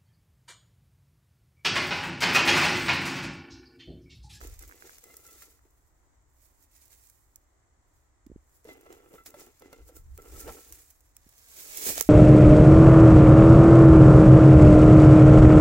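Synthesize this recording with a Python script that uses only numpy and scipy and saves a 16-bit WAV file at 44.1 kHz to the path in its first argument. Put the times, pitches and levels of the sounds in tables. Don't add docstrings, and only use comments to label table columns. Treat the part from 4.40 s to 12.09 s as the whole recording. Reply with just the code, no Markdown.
import sys
import numpy as np
from scipy import signal
from scipy.fft import rfft, irfft, next_fast_len
from scipy.io import wavfile

SR = 44100
rng = np.random.default_rng(int(sys.argv[2]) if len(sys.argv) > 2 else 0)


def inscribe(sig):
    pcm = np.round(np.clip(np.atleast_2d(sig).T, -1, 1) * 32767)
    wavfile.write(sys.argv[1], SR, pcm.astype(np.int16))


N = 339129
T = np.arange(N) / SR
SLOW_T = T[::64]

# t/s, bearing (-1 left to 1 right)
BRUSH_BEARING = [(0, 0.49), (.7, -0.6), (1.4, -0.03), (2.1, 1), (3.0, 1), (4.3, -0.43), (5.8, -0.23),
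                 (6.1, -0.15), (6.5, 0.17), (7.15, 0.53), (7.69, 0.86)]
# f/Hz, level/dB
STALK_SPECTRUM = [(300, -5), (700, -2), (1100, -4.5), (1900, 1), (2400, 1.5), (2900, -4), (3700, -1.5),
                  (4600, -1), (7000, 3.5), (15000, -34)]
# f/Hz, level/dB
FIBRE_SPECTRUM = [(1500, -44), (4700, -9.5), (5900, 0.5), (7400, 3), (9300, -2.5), (12000, 2.5)]
# f/Hz, width/Hz, level/dB
AIR_MODES = [(1344, 23.6, 1), (2040, 16.4, -4.5), (2705, 18, -13), (3450, 21, -14.5), (3980, 40, -16.5)]


def brush():
    # f/Hz, level/dB
    blade_spectrum = [(600, -59), (1500, -16.5), (3000, -15), (4600, -9), (6000, -4.5), (7400, 1.5),
                      (9300, -2.5), (11500, -0.5), (13000, -1), (15500, 1)]
    crowd_db = -46.5
    blade_gain, stalk_gain = swishes()
    sparse = 1 / (1 + blade_gain / undb(crowd_db))
    flurry = unit(undb(sparse * (2.05 * walk(45) + 1.5 * walk(400))))
    fizz = drifting_comb(grains(spread_db=2.5, scatter=.4, count=60000))
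    crackle = drifting_comb(grains(spread_db=1.5, scatter=.18, count=14000))
    cracks = drifting_comb(grains(spread_db=3.5, scatter=.4, count=300))
    brittle = colour(cracks, FIBRE_SPECTRUM) * sparse * undb(-3)
    blades = (colour(fizz, blade_spectrum) * undb(4) + brittle) * blade_gain * pan(shadow())
    stalks = colour(crackle, STALK_SPECTRUM) * stalk_gain * pan(.5 * shadow())
    return (blades + stalks) * flurry


def swishes():
    # peak t/s, level/dB, rise/s, fall/s, share of coarse stalks/dB
    tufts = [(.04, -56.5, 0.68, 0.41, 1), (.21, -57, 0.12, 0.55, -1), (.5, -59, 0.4, 0.45, 1),
             (.72, -61.5, 0.84, 0.34, -4.5), (.89, -59.5, 0.73, 0.34, -6), (1.02, -57, 0.42, 0.17, -3),
             (1.11, -63.5, 0.11, 0.2, -3), (1.35, -76, 0.72, 1.0, -8.5), (2.06, -64, 0.26, 0.13, -9),
             (2.24, -66, 0.4, .085, -9), (2.36, -60, 0.14, 0.17, -4.5), (2.42, -59.5, 0.11, 0.17, -4),
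             (2.53, -57, 0.098, 0.1, -5), (2.65, -63, 0.54, 0.59, -10), (3.57, -76, 0.3, 0.25, -5),
             (4.16, -68.5, 0.3, 0.28, -18), (4.3, -62, 0.11, 0.17, 1.5), (4.55, -66, 0.55, 0.23, -1.5),
             (4.75, -62, 0.21, 0.2, -17), (4.87, -53.5, 0.038, 0.1, -1), (5.005, -56.5, 0.15, 0.24, -1.5),
             (5.26, -69.5, 0.58, 0.77, 3.5), (5.481, -59.5, 0.089, 0.089, -13),
             (5.565, -53.5, 0.053, 0.092, -24), (5.82, -66, 0.3, 0.26, -9.5), (5.99, -50.5, 0.34, 0.5, -5),
             (6.1, -53.5, 0.36, 0.59, -3), (6.35, -54, 0.48, 0.4, -6.5), (7.2, -48.5, 0.25, 0.35, -5),
             (7.38, -44.5, 0.67, 0.45, -1.5), (7.469, -32, 0.22, 0.18, -5.5), (7.494, -28, 0.12, 0.13, -7),
             (7.577, -37, 0.1, 0.17, 0.5), (7.67, -48.5, 0.071, .2, -16)]
    range_db = 32.5
    blades, stalks = 0, 0
    for s, db, rise, fall, coarse_db in tufts:
        gain = undb(db - range_db * np.maximum((s - SLOW_T) / rise, (SLOW_T - s) / fall))
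        blades = np.hypot(blades, gain)
        stalks = np.hypot(stalks, gain * undb(coarse_db))
    return np.interp(T, SLOW_T, blades), np.interp(T, SLOW_T, stalks)


def snaps():
    # t/s, level/dB, decay/s, woody body/dB
    breaks = [(.139, -46.5, .002, -18), (.191, -38.5, .002, -18), (.222, -43, .004, -18),
              (.291, -46.5, .002, -14), (.474, -48, .002, -12), (.583, -42, .0015, -12),
              (.639, -42, .002, -15), (.741, -50, .002, -5), (.7675, -39, .002, -26),
              (.876, -47, .002, -20), (1.022, -46, .003, -11), (2.670, -52, .002, -16),
              (2.6985, -47.5, .0015, -18), (2.9585, -38.5, .0013, -28), (3.8645, -55, .002, -6),
              (4.244, -49, .001, -18), (4.410, -55, .002, -14), (4.526, -53.5, .003, 0),
              (4.859, -44.5, .007, -4), (4.904, -46, .002, -14), (5.063, -52, .003, -12),
              (5.195, -53, .005, -18), (5.2205, -53, .0015, -3), (5.3295, -47.5, .002, -8),
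              (5.564, -46, .005, -14), (5.7765, -41.5, .0016, -8), (6.123, -43, .002, -10),
              (6.3235, -35, .002, -15), (6.502, -50, .006, -15), (6.7663, -40, .0017, -16),
              (6.890, -52, .004, -16), (7.3715, -23, .0016, -22), (7.555, -30, .002, -15),
              (7.579, -22, .0013, -9), (7.599, -28, .0015, -10), (7.6097, -9, .001, -12),
              (7.624, -27, .002, -16)]
    settle_db, settle_s = -25, .018
    out, t = np.zeros((2, N)), T[:SR // 8]
    for s, db, decay, body_db in breaks:
        fibres = unit(rng.choice([-1, 1], (2, len(t))) * rng.exponential(size=len(t)))
        crack = fibres * 2 * burst(t, decay, rise=decay / 4)
        splinters = fibres * undb(settle_db) * burst(t, settle_s, rise=decay)
        body = undb(body_db) * colour(crack[:1], STALK_SPECTRUM)
        add(out, s, (colour(crack + splinters, FIBRE_SPECTRUM) + body) * undb(db))
    return out * pan(shadow())


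def scrapes():
    # f/Hz, level/dB
    skin_spectrum = [(60, -5.5), (160, -20.5), (280, 6), (460, 5), (590, -9), (760, -3), (1000, -12.5),
                     (1800, -13), (3000, -15), (8000, -92)]
    # f/Hz, width/Hz, level/dB
    drum_mode = [(471, 90, 0)]
    # t/s, overtones/dB
    rub_balance = [(.7, 5), (.85, -1), (4.3, 15), (4.37, 2.5), (5.3, 2), (5.8, -5.5)]
    skin_gain, air_gain = slides()
    slipping = unit(undb(1.94 * walk(60) + 1.4 * walk(250)))
    slips = grains(spread_db=1, scatter=.3, count=4000) * slipping
    skin = colour(slips * skin_gain, skin_spectrum) * undb(-5)
    drum = resonate(slips[0] * skin_gain, drum_mode) * undb(-10.5)
    air_drive = slips[1] * air_gain
    lowest = resonate(air_drive, AIR_MODES[:1]) * undb(-3)
    overtones = resonate(air_drive * undb(follow(rub_balance)), AIR_MODES[1:]) * undb(-6.5)
    return (skin + ring_at_ports(drum + flex(lowest + overtones))) * pan(-1.5)


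def slides():
    # start t/s, length/s, level/dB, ring of the air inside/dB
    strokes = [(0.0, 0.078, -50.5, -16), (0.203, 0.034, -56, -11), (0.264, 0.17, -59.5, -12),
               (0.435, 0.03, -55.5, -16), (0.628, 0.17, -60, -6), (0.824, 0.14, -62.5, -2),
               (1.008, 0.12, -68, -10), (4.271, 0.05, -51, -12), (4.344, 0.33, -55, -12),
               (4.494, 0.086, -52, -13), (4.699, 0.058, -53, -13), (4.76, 0.04, -60, -3),
               (4.867, 0.046, -55, -9), (4.958, 0.12, -52, -13), (5.206, 0.081, -54.5, -10.5),
               (5.306, 0.09, -55, -12.5), (5.456, 0.086, -61.5, -9.5), (5.546, 0.024, -59, -12),
               (5.77, 0.12, -53, -5), (5.916, 0.16, -49.5, -7.5), (6.063, 0.045, -41, -24),
               (6.141, 0.041, -51.5, -12), (6.258, 0.13, -63.5, -10), (7.153, 0.36, -62, -4),
               (7.382, 0.1, -48.5, -28), (7.46, 0.027, -34.5, -35), (7.55, 0.043, -45, -5)]
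    grip_s, sag_db_per_s, release_s = .0039, 13.5, .027
    skin, air = 0, 0
    for s, length, db, ring_db in strokes:
        t = np.maximum(SLOW_T - s, 0)
        grip = 1 - np.exp(-t / grip_s)
        release = np.exp(-np.maximum(t - length, 0) / release_s)
        gain = grip * undb(db - sag_db_per_s * t) * release
        skin = np.hypot(skin, gain)
        air = np.hypot(air, gain * undb(ring_db))
    return np.interp(T, SLOW_T, skin), np.interp(T, SLOW_T, air)


def flex(ring):
    waver_s = .00019
    return np.interp(T + waver_s * walk(50), T, ring)


def taps():
    # t/s, level/dB, decay/s, stem f/Hz, ring level/dB, its overtones/dB
    flicks = [(.031, -47.5, .0047, 600, -57, 2), (.449, -44, .0015, 405, -60, -3),
              (.853, -59, .003, 700, -54.5, -7), (.886, -64, .003, 450, -66, 12),
              (1.021, -45.5, .0025, 1800, -54, -3), (1.252, -58, .013, 376, -79, -2),
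              (4.25, -43.5, .016, 436, -72, 15), (4.272, -48, .012, 310, -70, 10),
              (4.288, -44, .01, 624, -64, 19), (4.462, -45.5, .0059, 640, -58, 1),
              (4.525, -44, .003, 520, -60, -4), (4.738, -41, .011, 397, -59, -3),
              (4.781, -54, .012, 1350, -47.5, -11), (4.941, -37.5, .008, 580, -52, 0),
              (4.993, -46, .0018, 600, -57, 3), (5.221, -44, .0016, 980, -56, 0),
              (5.328, -37, .0047, 480, -51, -.5), (5.49, -48, .016, 494, -63, -8),
              (5.785, -52, .012, 500, -55, -12), (6.168, -50, .0055, 1400, -50, -14),
              (6.077, -32.5, .016, 480, -48, -14), (6.091, -40, .012, 770, -45, -14),
              (7.486, -28, .008, 320, -62, -4), (7.502, -32, .008, 540, -62, -4),
              (7.5795, -16.5, .0011, 690, -54, -6), (7.6098, -17.5, .0018, 450, -52, 0)]
    # multiple of the stem's pitch, level/dB
    clack_spectrum = [(.2, -5.5), (.6, -7.5), (1, 3.5), (1.5, -4.5), (2.4, -12.5), (5, -21), (12, -25.5)]
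    squeeze = .013
    clacks, rings, t = np.zeros((2, N)), np.zeros((1, N)), T[:SR // 6]
    contact = grains(spread_db=3, scatter=.24, count=200000)
    for (s, db, decay, hz, ring_db, overtones_db), dent in zip(flicks, rng.standard_normal(len(flicks))):
        blow = np.roll(contact, -int(s * SR), axis=1)[:, :len(t)] * burst(t, decay, rise=.000072)
        clack = colour(blow, np.array(clack_spectrum) * (hz, 1))
        skin_note = damped_tone(t, hz, decay, rise=decay / 10)
        add(clacks, s, (clack + skin_note) * undb(db - 5.5))
        detune = 1 + squeeze * dent
        lowest, *overtones = [
            undb(mode_db) * damped_tone(t, mode_hz * detune, 1 / (np.pi * width), rise=decay / 4)
            for mode_hz, width, mode_db in AIR_MODES]
        add(rings, s, undb(ring_db) * (lowest + undb(overtones_db) * sum(overtones))[None])
    return (clacks + ring_at_ports(rings[0])) * pan(-.72)


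def ticks():
    # t/s, level/dB, f/Hz
    contacts = [(0.013, -38.5, 1290), (0.236, -44, 1500), (0.297, -45, 1310), (0.3123, -42, 1650),
                (0.323, -41.5, 1660), (0.4233, -39, 1584), (.4945, -40, 1610), (1.192, -57, 1350)]
    # multiple of its pitch, level/dB, decay/s
    modes = [(.68, -9, 0.0011), (1, 7.5, 0.0008), (1.27, -1, 0.00077)]
    top_hz = 2450
    out, t = np.zeros((2, N)), T[:SR // 50]
    for s, db, hz in contacts:
        tick = sum(undb(mode_db) * damped_tone(t, multiple * hz, decay, rise=.00018)
                   for multiple, mode_db, decay in modes)
        add(out, s, undb(db) * tick * np.array([[1], [-1]]))
    return signal.sosfilt(signal.butter(6, top_hz, fs=SR, output="sos"), out) * pan(-9)


def bumps():
    # peak t/s, level/dB, f/Hz, half length/s
    knocks = [(3.869, -41, 275, 0.0037), (3.901, -39, 227, 0.0015), (3.9177, -36, 290, 0.0014),
              (3.962, -34.5, 252, 0.0016), (6.867, -48, 219, 0.0021)]
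    motion = sum(undb(db) * swell(s, half) * np.cos(2 * np.pi * hz * (T - s)) for s, db, hz, half in knocks)
    return motion * pan(-5)


def wind():
    # peak t/s, level/dB, half length/s
    puffs = [(0.08, -44.5, 0.067), (0.225, -51.5, 0.11), (3.937, -52.5, 0.074), (5.43, -49.5, 0.046),
             (5.593, -48, 0.051), (5.725, -44, 0.082), (5.945, -43.5, 0.045), (6.082, -45.5, 0.058),
             (6.313, -52.5, 0.04), (7.57, -54, 0.054), (7.689, -53, 0.038)]
    # f/Hz, level/dB
    buffet_spectrum = [(15, -14.5), (35, 1), (68, 3.5), (105, -13), (180, -27), (400, -54), (2000, -95)]
    gusts = sum(undb(db) * swell(s, half) for s, db, half in puffs)
    breeze = undb(-66.5 + .5 * walk(3.2))
    buffet = colour(diffuse(alike_hz=159), buffet_spectrum)
    return buffet * np.hypot(gusts, breeze) * undb(1.5) * pan(-.33)


def distant_land():
    # f/Hz, level/dB
    land_spectrum = [(60, -2.5), (110, 6), (190, -12), (290, -1), (470, -8), (1000, -7.5), (1650, -13.5),
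                     (1950, -12), (2600, -24), (5000, -25), (7500, -13), (9000, -26), (11500, -33),
                     (16000, -35.5)]
    return colour(diffuse(alike_hz=560), land_spectrum) * undb(-69.5 + .75 * walk(8))


def drifting_comb(rustle):
    # delay/s, level/dB
    delays = [(.0017, -10.5), (.0046, -4)]
    copies = 0
    for delay_s, db in delays:
        lag = (SR * delay_s * undb(.7 * walk(3))).astype(int)
        copies = copies + undb(db) * rustle[:, np.clip(np.arange(N) - lag, 0, N - 1)]
    return unit(rustle + copies)


def ring_at_ports(ring):
    # t/s, phase/rad
    phase_lead = [(0, 2.1), (.7, 0.83), (1.1, 0.73), (4.28, 2.2), (4.55, 2.1), (4.78, 1.4), (5.3, 1.35),
                  (6.1, 1.5), (7.69, 2)]
    turn = np.exp(.5j * np.array([[1], [-1]]) * follow(phase_lead))
    return np.real(signal.hilbert(ring, next_fast_len(N))[:N] * turn)


def shadow():
    return -2.3 - 3.7 * follow(BRUSH_BEARING)


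def grains(spread_db, scatter, count):
    port_lag_s = .00045
    at = rng.integers(64, N - 64, count)
    size = rng.choice([-1, 1], count) * undb(spread_db * np.minimum(rng.exponential(size=count), 5))
    bearing = follow(BRUSH_BEARING)[at] + scatter * rng.standard_normal(count)
    lag = np.clip(port_lag_s * SR * bearing, -60, 60).astype(int)
    return unit(np.array([np.bincount(at + lag, size, N), np.bincount(at, size, N)]))


def diffuse(alike_hz):
    mid, side = rng.standard_normal((2, N))
    side = signal.sosfilt(signal.butter(1, alike_hz, "high", fs=SR, output="sos"), side)
    return unit(np.array([mid + side, mid - side]))


def resonate(x, modes):
    t = T[:SR // 5]
    ring = sum(undb(db) * np.exp(-np.pi * width * t) * np.sin(2 * np.pi * hz * t) for hz, width, db in modes)
    return signal.fftconvolve(x, ring / np.linalg.norm(ring))[:N]


def colour(x, points, size=4096):
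    hz, db = np.transpose(points)
    bin_hz = np.arange(size // 2 + 1) * SR / size
    gain = undb(np.interp(np.log(bin_hz + 1), np.log(hz), db))
    cepstrum = irfft(np.log(unit(gain)))[:size // 2]
    cepstrum[0] /= 2
    impulse = irfft(np.exp(rfft(2 * cepstrum, size)))
    return signal.fftconvolve(x, impulse[None], axes=1)[:, :x.shape[1]]


def burst(t, decay, rise):
    return (1 - np.exp(-t / rise)) * np.exp(-t / decay)


def damped_tone(t, hz, decay, rise):
    return burst(t, decay, rise) * np.sin(2 * np.pi * hz * t)


def swell(peak_s, half_s):
    return np.exp(-((T - peak_s) / half_s) ** 2)


def walk(rate):
    knots = rng.standard_normal(N // 50)
    return np.interp(T * rate, np.arange(len(knots)), knots)


def follow(curve):
    return np.interp(T, *np.transpose(curve))


def pan(db):
    gains = undb(np.array([db, -db]).reshape(2, -1) / 2)
    return gains / np.sqrt(np.mean(gains ** 2, axis=0))


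def add(out, s, x):
    i = int(s * SR)
    out[:, i:i + x.shape[1]] += x[:, :N - i]


def undb(db):
    return 10 ** (np.asarray(db) / 20)


def unit(x):
    return x / np.sqrt(np.mean(x ** 2))


def scene():
    return brush() + snaps() + scrapes() + taps() + ticks() + bumps() + wind() + distant_land()


def record(dry):
    top_hz = 15950
    return signal.sosfilt(signal.ellip(10, .2, 75, top_hz, fs=SR, output="sos"), dry)


dry = scene()
out = record(dry)
inscribe(out)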